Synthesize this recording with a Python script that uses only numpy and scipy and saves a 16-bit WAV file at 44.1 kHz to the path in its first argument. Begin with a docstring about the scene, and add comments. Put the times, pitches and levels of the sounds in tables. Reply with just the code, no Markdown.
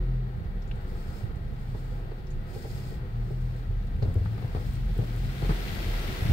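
"""Inside a closed car in an automatic wash. From the start cloth brushes beat on the body, speeding up and slowing
as periodic trains of strips; panels drone as swelling, sagging tones, cloth drags as filtered grains and the bay
splashes and hums. Soon jets of filtered spray sweep over the glass and drops tick on it as short noise bursts.
Then single wet strips slap the panels and excite their modes, and wet cloth squeaks once as a wavering tone.
Towards the end the car rolls under the dryer blowers, whose turbulent roar and water patter build and stay."""
import sys
import numpy as np
from scipy import signal
from scipy.fft import rfft, irfft, next_fast_len
from scipy.io import wavfile
from scipy.ndimage import uniform_filter1d

SR = 44100
rng = np.random.default_rng(int(sys.argv[2]) if len(sys.argv) > 2 else 0)


def int16_out(signal):
    """Quantize to a 16-bit WAV file."""
    q = np.round(np.clip(np.atleast_2d(signal).T, -1, 1) * 32767)
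    wavfile.write(sys.argv[1], SR, q.astype(np.int16))


N = 278712
T = np.arange(N) / SR
BINS = np.maximum(np.fft.rfftfreq(N, 1 / SR), 1)
PITCH_WAVER = .012  # rms, as a fraction of the pitch


def undb(db):
    """Logarithmic level: decibels to amplitude gain."""
    return 10 ** (np.asarray(db) / 20)


def unit(x):
    """Normalisation: scale to rms 1."""
    return x / np.sqrt(np.mean(x ** 2))


def ease(u):
    """Raised-cosine onset: a smooth step from 0 to 1."""
    return np.sin(np.pi / 2 * np.clip(u, 0, 1)) ** 2


def fade(t, t60):
    """Exponential damping: falls by 60 dB in t60 seconds."""
    return np.exp(-np.log(1000) * t / t60)


def curves(rows):
    """Linear interpolation: each column of a time table, per sample."""
    s, *columns = np.transpose(rows)
    return [np.interp(T, s, c) for c in columns]


def read(points, hz):
    """Logarithmic frequency scale: interpolate a frequency table along it."""
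    f, value = np.transpose(points)
    return np.interp(np.log(hz), np.log(f), value)


def colour(x, points):
    """Spectral shaping: filter by a (Hz, dB) curve."""
    size = next_fast_len(N + 4096)
    hz = np.maximum(np.fft.rfftfreq(size, 1 / SR), 1)
    return irfft(rfft(x, size) * undb(read(points, hz)), size)[..., :N]


def resonate(x, peaks):
    """Resonance: filter by bell-shaped (Hz, width Hz, dB) peaks."""
    db = sum(peak_db / (1 + (2 * (BINS - hz) / width) ** 2) for hz, width, peak_db in peaks)
    return irfft(rfft(x) * undb(db), N)


def band(x, lo_hz, hi_hz):
    """Band limitation: a steep band-pass."""
    limits = [lo_hz, min(hi_hz, SR / 2 - 1000)]
    return signal.sosfilt(signal.butter(3, limits, "band", fs=SR, output="sos"), x)


def walk(rate):
    """Slow random modulation: levels held 1 / rate s and smoothed twice, rms 1."""
    hold = int(SR / rate)
    steps = np.repeat(rng.standard_normal(N // hold + 1), hold)
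    smooth = uniform_filter1d(uniform_filter1d(steps, hold), hold)
    return unit(smooth[:N])


def patter(rate, spread_db):
    """Random impulse train in two channels: a few impacts stand out (or are weak, if the spread is negative)."""
    size = undb(spread_db * np.minimum(rng.exponential(size=(2, N)), 5))
    struck = rng.random((2, N)) < rate / SR
    return unit(struck * size * rng.choice([-1, 1], (2, N)))


def add(out, s, sound):
    """Superposition: mix a sound in at time s."""
    i = int(s * SR)
    out[:, i:i + sound.shape[-1]] += sound[..., :N - i]


# likeness of the sound at the two ears: hz [Hz], correlation [-1 to 1]
EAR_LIKENESS = [(60, 0.81), (150, 1), (300, 0.69), (650, 0.77), (1350, 0.28), (2500, 0.0063), (5000, 0.011),
                (15000, 0)]
RIGHT_LAG_MS = 0.342  # the near window is on the left, so the right ear hears later


def diffuse(pair):
    """Diffuse field: two unrelated sounds mixed to a set correlation at each frequency, a little late on the right."""
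    size = next_fast_len(N)
    hz = np.maximum(np.fft.rfftfreq(size, 1 / SR), 1)
    alike = np.clip(read(EAR_LIKENESS, hz), -.99, .99)
    mid, side = rfft(pair, size) * np.sqrt([1 + alike, 1 - alike])
    late = np.exp(-2j * np.pi * hz * RIGHT_LAG_MS / 1000)
    return irfft(np.array([mid + side, (mid - side) * late]), size)[:, :N]


def cabin(x, t60, wet_db):
    """Early reflections from glass and trim: a decaying echo that ripples the treble differently at each side."""
    t = T[:SR // 5]
    echo = band(rng.standard_normal((2, len(t))), 1000, 16000) * fade(t, t60)
    echo *= undb(wet_db) / np.sqrt(np.sum(echo ** 2, axis=1, keepdims=True))
    return x + signal.fftconvolve(np.atleast_2d(x), echo, axes=1)[:, :N]


def ring(modes, t, press, ring_db, scatter):
    """Modal excitation: modes swell while a strip presses on, then ring weakly; each blow weights them anew."""
    hz, t60, db = np.transpose(modes)[:, :, None]
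    detune, weight, start = rng.standard_normal((3, len(modes), 1))
    gain = undb(db + 2 * weight)
    u = t / press
    pressed = u ** 2 * np.exp(2 * (1 - u))
    ringing = undb(ring_db) * ease(u / 2) * fade(t, t60)
    phase = 2 * np.pi * hz * (1 + 0.022 * detune) * (t - press) + scatter * start
    wave = gain * (pressed + ringing) * np.sin(phase)
    return wave.sum(axis=0) / gain.sum()


# harmonics of the brush's beat: multiple, mean level_db [dB]
BEAT_HARMONICS = [(1, -2), (2, -19.5), (3, -19), (4, -21.5), (5, -23.5)]
# speed of the side brush: start_s [s], mean strip_rate_hz [strips per second, Hz]
BRUSH_SPEED = [(0, 41.54), (.25, 41.46), (.58, 38.23), (.8, 30.57), (1.3, 28.97), (1.65, 31.19),
               (1.95, 36.08), (2.15, 29.78), (2.95, 30.05), (3.17, 37.24), (3.5, 40.27), (3.85, 37.1),
               (4.0, 29.9), (4.4, 29.99), (4.65, 40.17), (5.25, 41.96), (5.75, 42), (6.0, 35.93),
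               (6.32, 33.1)]
# how hard the side brush bears on the body: start_s [s], level_db [dB, before the small lift below]
BRUSH_LOAD = [(0, -25), (.16, -26), (.33, -36), (.45, -44), (.5, -30), (.59, -28.5), (.75, -38),
              (1.0, -32.5), (1.12, -41.5), (1.55, -36), (2.0, -31.5), (2.25, -39.5), (2.38, -29.5),
              (2.5, -43), (2.75, -40.5), (3.05, -38.5), (3.2, -26.5), (3.27, -35), (3.43, -26.5),
              (3.61, -39), (3.69, -27.5), (3.86, -28), (4.0, -32.5), (4.15, -32.5), (4.3, -51), (4.5, -38),
              (4.56, -29.5), (4.75, -35.5), (4.87, -24.5), (5.05, -35), (5.25, -25.5), (5.36, -47),
              (5.45, -28), (5.5, -23), (5.58, -32.5), (5.78, -38), (5.93, -22.5), (6.1, -37), (6.32, -39)]
BRUSH_LIFT_DB, BRUSH_FLUTTER_DB = .5, 0.8


def brush():
    """Periodic impact: strips striking in quick, uneven succession give a harmonic series on the strip rate."""
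    strip_hz, = curves(BRUSH_SPEED)
    load_db, = curves(BRUSH_LOAD)
    turn = 2 * np.pi * np.cumsum(strip_hz * (1 + 2 * PITCH_WAVER * walk(25))) / SR
    beat = np.zeros(N)
    for multiple, part_db in BEAT_HARMONICS:
        start_phase = rng.uniform(0, 2 * np.pi)
        beat += undb(part_db + walk(12)) * np.sin(multiple * turn + start_phase)
    return np.sqrt(2) * beat * undb(load_db + BRUSH_LIFT_DB + BRUSH_FLUTTER_DB * walk(26))


# panel drones: peak_s [s], length_s [s], pitch_hz at the peak [Hz], rise [Hz per s], level_db [dB, before the trim]
PANEL_DRONES = [(0.106, 0.46, 128.2, -1, -29), (0.759, 0.18, 125.5, 0, -37.5), (1.769, .6, 128.4, 0, -35.5),
                (2.32, .25, 140, -1.5, -37.5), (2.376, 0.15, 103.4, 0, -35.5),
                (2.792, .3, 129.2, 0.5, -35.5), (3.19, .16, 116.2, 29.5, -32.5),
                (3.419, 0.45, 123.8, 0, -30), (4.101, .4, 87.06, 0, -30), (4.33, .28, 112.2, 54.5, -29.5),
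                (4.72, .3, 121.5, 44.5, -30), (5.058, 0.19, 115, 60, -30.5), (5.268, 0.27, 130, 45.5, -32)]
DRONE_SAG_HZ, DRONE_FADE_DB = 4, 9  # lower and weaker by this much at either end
DRONE_TRIM_DB = -3.0


def drones():
    """Forced vibration: a brush leans in and lets go, and the panel's tone swells, glides, sags and wavers."""
    out = np.zeros(N)
    for s, length, top_hz, rise, db in PANEL_DRONES:
        slack = np.minimum((2 * (T - s) / length) ** 2, 10)
        hz = top_hz + rise * (T - s) - DRONE_SAG_HZ * slack
        phase = 2 * np.pi * np.cumsum(hz * (1 + PITCH_WAVER * walk(24.96))) / SR
        out += undb(db - DRONE_FADE_DB * slack) * np.sin(phase)
    return np.sqrt(2) * out * undb(DRONE_TRIM_DB + walk(21.96))


# cloth dragging over the body: start_s [s], level_db [dB, before the lift below]
DRAG_LEVEL = [(0, -47.5), (.45, -36), (.62, -41), (1.25, -37), (1.8, -40.5), (2.15, -39), (2.38, -38),
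              (2.6, -40), (2.9, -35.5), (3.55, -43.5), (4.05, -35.5), (4.35, -37.5), (5.0, -39),
              (5.5, -37.5), (5.7, -39), (6.14, -39.5), (6.3, -27.5)]
# where the cloth drags, soon mostly on the right, at last in the middle: start_s [s], left_minus_right_db [dB]
DRAG_SIDE = [(0, 4), (.4, -6.5), (.9, -0.5), (1.2, -4.5), (2.6, -3.5), (3.2, -1.5), (6.32, 0)]
# spectrum of dragging cloth: hz [Hz], density_db [dB per Hz]
DRAG_COLOUR = [(18, -7), (30, -4.5), (50, 7.5), (70, 2.5), (90, 3), (125, 0), (150, -4), (185, -5),
               (230, -13), (300, -27), (600, -76)]
DRAG_LIFT_DB, DRAG_FLUTTER_DB, DRAG_FLUTTER_RATE_HZ = 2.5, 2.5, 14


def drag():
    """Sliding friction: grains of contact of heavy wet cloth, low-passed to a dull, fluttering rumble."""
    db, = curves(DRAG_LEVEL)
    side_db, = curves(DRAG_SIDE)
    flutter_db = DRAG_FLUTTER_DB * walk(DRAG_FLUTTER_RATE_HZ)
    rumble = unit(colour(diffuse(patter(rate=900, spread_db=2.5)), DRAG_COLOUR))
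    balance_db = np.array([side_db, -side_db]) / 2
    return rumble * undb(db + DRAG_LIFT_DB + flutter_db + balance_db)


# panel modes, shared with the slaps: pitch_hz [Hz], t60_s [s], mean level_db [dB]
PANEL_MODES = [(249, 0.1, -6), (312, 0.2, -4.5), (367, 0.15, 2), (410.5, 0.14, 2.5), (457, 0.099, 5),
               (493, 0.12, -7.5), (576, 0.1, -7), (691, 0.2, -11), (809, 0.098, -4.5)]
# noise of the wash bay: start_s [s], level_db [dB]
BAY_LEVEL = [(0, -49), (1.1, -46.5), (1.45, -48.5), (3.1, -48.5), (3.75, -50), (4.4, -48.5), (6.32, -50)]
FLAPS_DB = -10.5  # against the bay noise


def flaps():
    """Convolution of random impulses with panel modes: loose strip ends tap between the heavy slaps."""
    t = T[:SR // 4]
    taps = patter(rate=55, spread_db=2.5)
    rung = []
    for side in taps:
        panel = ring(PANEL_MODES, t, press=0.0041, ring_db=-3, scatter=2.33)
        rung.append(signal.fftconvolve(side, panel)[:N])
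    db, = curves(BAY_LEVEL)
    return unit(diffuse(np.array(rung))) * undb(db + FLAPS_DB)


# spectrum of the bay through closed windows: hz [Hz], density_db [dB per Hz]
HALL_COLOUR = [(100, -13), (190, 4.5), (290, -0.5), (380, -1), (490, -4), (580, -7), (780, -5),
               (1050, -12.5), (1900, -15.5), (2600, -23.5), (4500, -25.5), (6000, -53.5), (10000, -44.5),
               (15500, -37.5)]
# resonances of the cabin and its windows, shared with the blowers: hz [Hz], width_hz [Hz], gain_db [dB]
WINDOW_RESONANCES = [(192.6, 7, 5), (368, 11, 2), (501, 35, 8), (665, 17, 3.5), (1187, 63, -3),
                     (1290, 140, 4.5), (1586, 210, 4), (1730, 200, -2), (1940, 230, 3.5)]


def hall():
    """Transmission loss: splashing in the wash bay, dulled by the closed windows and coloured by resonance."""
    db, = curves(BAY_LEVEL)
    splash = diffuse(cabin(patter(rate=7000, spread_db=2.0), t60=0.2, wet_db=-6.5))
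    return unit(resonate(colour(splash, HALL_COLOUR), WINDOW_RESONANCES)) * undb(db + walk(9.06))


# hum of a pump: start_s [s], mean level_db [dB]
PUMP_LEVEL = [(0, -52), (.5, -64.5), (1.25, -54.5), (1.4, -67), (2.9, -55), (3.7, -72), (5.3, -65),
              (6.32, -51)]
PUMP_HZ = 375.5  # mean pitch


def pump():
    """Tonal machine noise: one sine through the closed windows, unsteady in pitch and level."""
    db, = curves(PUMP_LEVEL)
    hz = PUMP_HZ * (1 + 0.0147 * walk(30) + 0.01196 * walk(5))
    turn = 2 * np.pi * np.cumsum(hz) / SR
    return np.sqrt(2) * np.sin(turn) * undb(db + 2.55 * walk(15))


# jets over the glass: start_s [s], attack_s [s], end_s [s], level_db [dB, before the lift], squareness [0-1]
JET_SWEEPS = [(.62, 0.59, 1.176, -61.5, 0.6), (1.42, 0.35, 1.93, -68.5, .37), (2.41, 0.2, 2.878, -57.5, 1),
              (3.08, .22, 3.58, -70.5, 0.1), (3.88, 0.21, 4.8, -71.5, 0.5), (4.46, 0.19, 4.7, -62.5, 0.4),
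              (4.8, .3, 6.8, -63.5, 0.18)]
# spectrum of the spray: hz [Hz], density_db [dB per Hz]
JET_COLOUR = [(800, -10), (2000, 8.5), (3200, 1.5), (4200, 5.5), (5000, 6.5), (6000, -4), (7300, -1),
              (9000, -3.5), (10300, -7), (11400, 2), (12400, -5), (13200, -7), (15500, 0)]
# ring of the glass where the jets strike: hz [Hz], width_hz [Hz], gain_db [dB]
GLASS_RESONANCES = [(4850, 220, 6), (5300, 200, 2.5), (5700, 230, -5), (6120, 170, 5), (7100, 450, 3),
                    (8550, 270, 2), (12400, 400, -3), (13500, 400, 4), (13950, 300, -3), (14700, 700, 3)]
SWEEP_RELEASE_S, SWEEP_LIFT_DB = 0.14, 1.5
MIST_DB = -75  # mist wets the glass between sweeps
JET_RIGHT_DB = 1  # a square hit lands right of the driver


def jets():
    """Droplet impact noise: spray swells as a jet nears and is cut off; it sputters, and a square hit rings the glass."""
    drumming = patter(rate=3500, spread_db=1.0) * undb(.5 * walk(24.92) + 1.2 * walk(70))
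    spray = unit(colour(cabin(drumming, t60=0.048, wet_db=2.0), JET_COLOUR))
    rung = unit(resonate(spray, GLASS_RESONANCES)) * undb(JET_RIGHT_DB * np.array([[-.5], [.5]]))
    out = undb(MIST_DB) * spray
    for start, attack, end, db, square in JET_SWEEPS:
        flow = ease((T - start) / attack) * (1 - ease((T - end) / SWEEP_RELEASE_S))
        square = np.clip(square, 0, 1)
        strike = square * rung + (1 - square) * spray
        out = out + undb(db + SWEEP_LIFT_DB) * flow * strike
    return out


# fat drops on the glass: start_s [s], level_db [dB, before each part's offset], pitch_hz [Hz], t60_s of the fizz [s]
GLASS_DROPS = [(.620, -65, 5360, 0.093), (.675, -70, 7040, .1), (.712, -47.5, 2850, 0.043),
               (0.715, -63, 3930, 0.097), (.755, -73, 8400, .14), (1.355, -71, 8300, 0.097),
               (2.267, -64, 5250, 0.11), (2.303, -63.5, 6630, 0.11), (3.868, -71, 8190, 0.071),
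               (4.024, -52, 4150, 0.079), (4.141, -52, 12530, .015), (4.258, -47, 1490, 0.048),
               (4.415, -63, 12000, .02), (4.733, -57, 15000, 0.037), (4.753, -61, 8480, 0.063),
               (4.977, -54, 14760, 0.027), (5.161, -58, 11510, 0.038)]


def drops():
    """Transient noise bursts: fizz around each drop's pitch, a wider snap, and a sharp tick just after the onset."""
    t = T[:SR // 8]
    out = np.zeros((2, N))
    for s, db, hz, t60 in GLASS_DROPS:
        noise = rng.standard_normal((3, 2, len(t)))
        fizz = unit(band(noise[0], hz / 1.07, hz * 1.06)) * fade(t, t60)
        snap = unit(band(noise[1], hz / 2, hz * 1.23)) * fade(t, 0.97 * t60)
        tick = unit(band(noise[2], 4000, 16000)) * fade(t, .008)
        onset = 1 - fade(t, 0.0047)
        add(out, s, undb(db) * onset * (undb(1.2) * fizz + undb(4.0) * snap))
        # higher drops tick harder
        add(out, s + 0.0018, undb(db - 6.0) * hz / 12000 * tick)
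    return out


# wet strips slapping the body: start_s [s], press_s (time pressing on) [s], slap_db [dB], thud_db [dB],
# thud_hz [Hz], splash_db [dB], left_minus_right_db of slap and thud [dB]
STRIP_SLAPS = [(1.227, 0.0124, -51, -26.5, 108, -64, -10), (1.742, 0.0089, -32, -27, 128, -51, -2),
               (1.89, 0.0096, -54, -42, 111, -70, -2), (2.110, 0.00893, -32, -44, 131, -50.5, -1),
               (2.348, 0.0138, -59, -30, 100.4, -68, -11), (2.552, .013, -29, -32, 129.7, -68, 1),
               (2.639, .014, -30.5, -47, 128.4, -53, 1), (2.913, 0.0121, -34.5, -44, 129.2, -64, 4),
               (3.005, 0.0118, -48, -30, 134, -70, 0), (3.302, 0.0093, -29.5, -32.5, 166, -70, -3),
               (3.689, 0.01142, -62, -30, 116.5, -72, -11.5), (3.931, .012, -45, -21, 86, -74, 1),
               (4.020, 0.0071, -23.5, -18, 108, -45, 1), (4.045, 0.00905, -32.5, -36, 120, -58, -2),
               (4.085, .012, -52, -30, 87.6, -68, 3), (4.150, 0.01304, -30, -16, 90.7, -62, 2),
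               (4.205, 0.01127, -41, -20.5, 102, -68, 1), (4.256, 0.0038, -43, -29, 130, -47, 2),
               (4.375, .012, -41, -36, 118, -47, 2), (4.42, 0.0079, -37, -41, 121.2, -46, 0),
               (4.442, 0.0055, -39, -23, 107, -53, 0.5), (4.546, 0.00503, -27, -27, 116, -42.5, 1),
               (4.561, 0.0089, -35.5, -20.5, 86, -47, 1.5), (4.96, 0.0091, -34, -42, 120.1, -52, 0),
               (4.986, .006, -25, -19.5, 121.2, -53, 2), (5.012, 0.01097, -29, -26, 155, -58, 1),
               (5.419, 0.00722, -29, -24, 150.4, -43, 3), (5.443, .007, -29, -30, 119.6, -48, 2),
               (5.492, 0.0031, -23.5, -20, 151, -35, 0), (5.503, .004, -27.5, -20.5, 129, -47, 0.5),
               (5.85, .014, -52, -24, 90, -66, 0), (6.217, 0.00714, -32, -22.5, 89.5, -58, 0),
               (6.245, 0.0092, -37, -23, 130, -61, 0), (6.304, 0.0072, -29, -21.5, 91, -48, 0)]
# boom of a large panel: multiple of the thud pitch, t60_s [s], mean level_db [dB]
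BOOM_MODES = [(.8, 0.13, -1.5), (1, 0.18, 7.5), (1.28, 0.1, -9.5)]
# spectrum of the strip sliding on: hz [Hz], density_db [dB per Hz]
RUB_COLOUR = [(120, -17), (240, 5), (320, 5), (430, 2), (580, -0.5), (800, -9.5), (1100, -13.5),
              (2000, -24), (5000, -49)]
# spectrum of water splashing off: hz [Hz], density_db [dB per Hz]
SPLASH_COLOUR = [(300, -34), (700, 11.5), (1200, 3), (2000, -1.5), (3000, -12.5), (4500, -7.5),
                 (6000, -27.5), (15000, -37)]
SLAP_RING_DB, THUD_RING_DB = -4.5, -6.5  # what rings on once the strip lets go
THUD_SLOWNESS = 1.375  # the heavy panel answers this much more slowly
RUB_DB, RUB_T60_S = -19.5, 0.38  # level against the slap; the strip slides on after it lands
SPLASH_ATTACK_S, SPLASH_T60_S = .003, 0.096


def slaps():
    """Impact on a damped plate: the panel knocks, the body booms, water splashes off and the cloth rubs on."""
    t = T[:SR // 3]
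    body, rubbing, splashing = np.zeros((3, 2, N))
    for s, press, slap_db, thud_db, thud_hz, splash_db, side_db in STRIP_SLAPS:
        knock = np.array([ring(PANEL_MODES, t, press, SLAP_RING_DB, scatter=1.0) for side in range(2)])
        boom_modes = [(k * thud_hz, t60, db) for k, t60, db in BOOM_MODES]
        boom = ring(boom_modes, t, THUD_SLOWNESS * press, THUD_RING_DB, scatter=0.45)
        balance = undb(side_db * np.array([[.5], [-.5]]))
        add(body, s, (undb(slap_db) * knock + undb(thud_db) * boom) * balance)
        contact = ease(t / press)
        add(rubbing, s, undb(slap_db + RUB_DB) * contact * fade(t, RUB_T60_S))
        add(splashing, s, undb(splash_db) * ease(t / SPLASH_ATTACK_S) * fade(t, SPLASH_T60_S))
    rub = unit(colour(patter(rate=1500, spread_db=1.5), RUB_COLOUR)) * undb(1.9 * walk(90))
    splash = unit(colour(patter(rate=5000, spread_db=-1.0), SPLASH_COLOUR))
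    return body + diffuse(rub * rubbing + splash * splashing)


SQUEAK_S, SQUEAK_LENGTH_S, SQUEAK_HZ, SQUEAK_DB = 2.89, 0.096, 1900, -58.5  # mean pitch, peak level


def squeak():
    """Frictional tone: wet cloth squeaks briefly on the glass, a wavering sine under a half-sine swell."""
    swell = np.sin(np.pi * np.clip((T - SQUEAK_S) / SQUEAK_LENGTH_S, 0, 1))
    phase = 2 * np.pi * np.cumsum(SQUEAK_HZ * (1 + 0.00767 * walk(60))) / SR
    return undb(SQUEAK_DB) * swell * np.sin(phase)


# dryer air as the car rolls under it, shared with the spatter: start_s [s], level_db [dB]
AIR_LEVEL = [(0, -62), (3.9, -58.5), (4.3, -55), (5.15, -49), (5.35, -44.5), (5.5, -40), (6.0, -39.5),
             (6.32, -38)]
# spectrum of the dryer air: hz [Hz], density_db [dB per Hz]
AIR_COLOUR = [(90, 9.5), (175, 14.5), (260, 4.5), (370, 8), (560, -5), (760, 3.5), (1100, -10), (1350, -1),
              (2000, -2.5), (3300, -3), (4800, -9), (5700, -14.5), (10500, -19.5), (11400, -11.5),
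              (12500, -17), (15500, -15.5)]


def blowers():
    """Turbulence noise: broadband air buffets the roof and screen and drives mist over the glass."""
    db, = curves(AIR_LEVEL)
    air = rng.standard_normal((2, N))
    buffet = band(air, 124, 1000) * undb(-7.5 + 0.97 * walk(22))
    mist = undb(-3.0) * patter(rate=4000, spread_db=3.0)
    roar = diffuse(cabin(air + buffet + mist, t60=0.15, wet_db=-9.0))
    return unit(resonate(colour(roar, AIR_COLOUR), WINDOW_RESONANCES)) * undb(db + 0.48 * walk(7.7))


# water flung at the car by the dryer air: low_hz [Hz], high_hz [Hz], level_db against the air [dB]
SPATTER_BANDS = [(256, 850, -12.5), (916, 2230, -12), (1970, 4720, -12.5)]
SPATTER_PATCHY_DB = 1.2


def spatter():
    """Random impacts in separate bands: the dryer air flings water at the car in a dense, gritty patter."""
    db, = curves(AIR_LEVEL)
    patches = np.zeros((2, N))
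    for lo_hz, hi_hz, part_db in SPATTER_BANDS:
        grit = band(patter(rate=700, spread_db=2.5), lo_hz, hi_hz)
        patches += undb(part_db) * unit(grit * undb(SPATTER_PATCHY_DB * walk(28)))
    return diffuse(patches) * undb(db)


def scene():
    """Superposition: everything as it reaches the driver's seat."""
    cloth = brush() + drones() + drag() + flaps() + slaps() + squeak()
    water = hall() + pump() + jets() + drops()
    dryer = blowers() + spatter()
    return cloth + water + dryer


# tone of the two ears: hz [Hz], left_minus_right_db [dB]
EAR_TILT = [(60, 0.1), (200, 3.5), (380, -1.5), (700, 3.5), (1300, 3.5), (2400, 5), (4400, -1), (5000, 1.5),
            (5800, 7.5), (9000, 10.5), (10200, 2.5), (11400, 2), (12400, 7), (15500, 10.5)]
TOP_HZ = 15700


def record(dry):
    """Band limitation: the left is brighter than the right; the deepest bass and the top are cut."""
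    ears = []
    for x, sign in zip(dry * ease(T / 0.0055), (1, -1)):
        ears.append(colour(x, [(hz, sign * db / 2) for hz, db in EAR_TILT]))
    ears = signal.sosfilt(signal.butter(2, 15, "high", fs=SR, output="sos"), np.array(ears))
    return signal.sosfilt(signal.ellip(12, .2, 70, TOP_HZ, fs=SR, output="sos"), ears)


dry = scene()
out = record(dry)
int16_out(out)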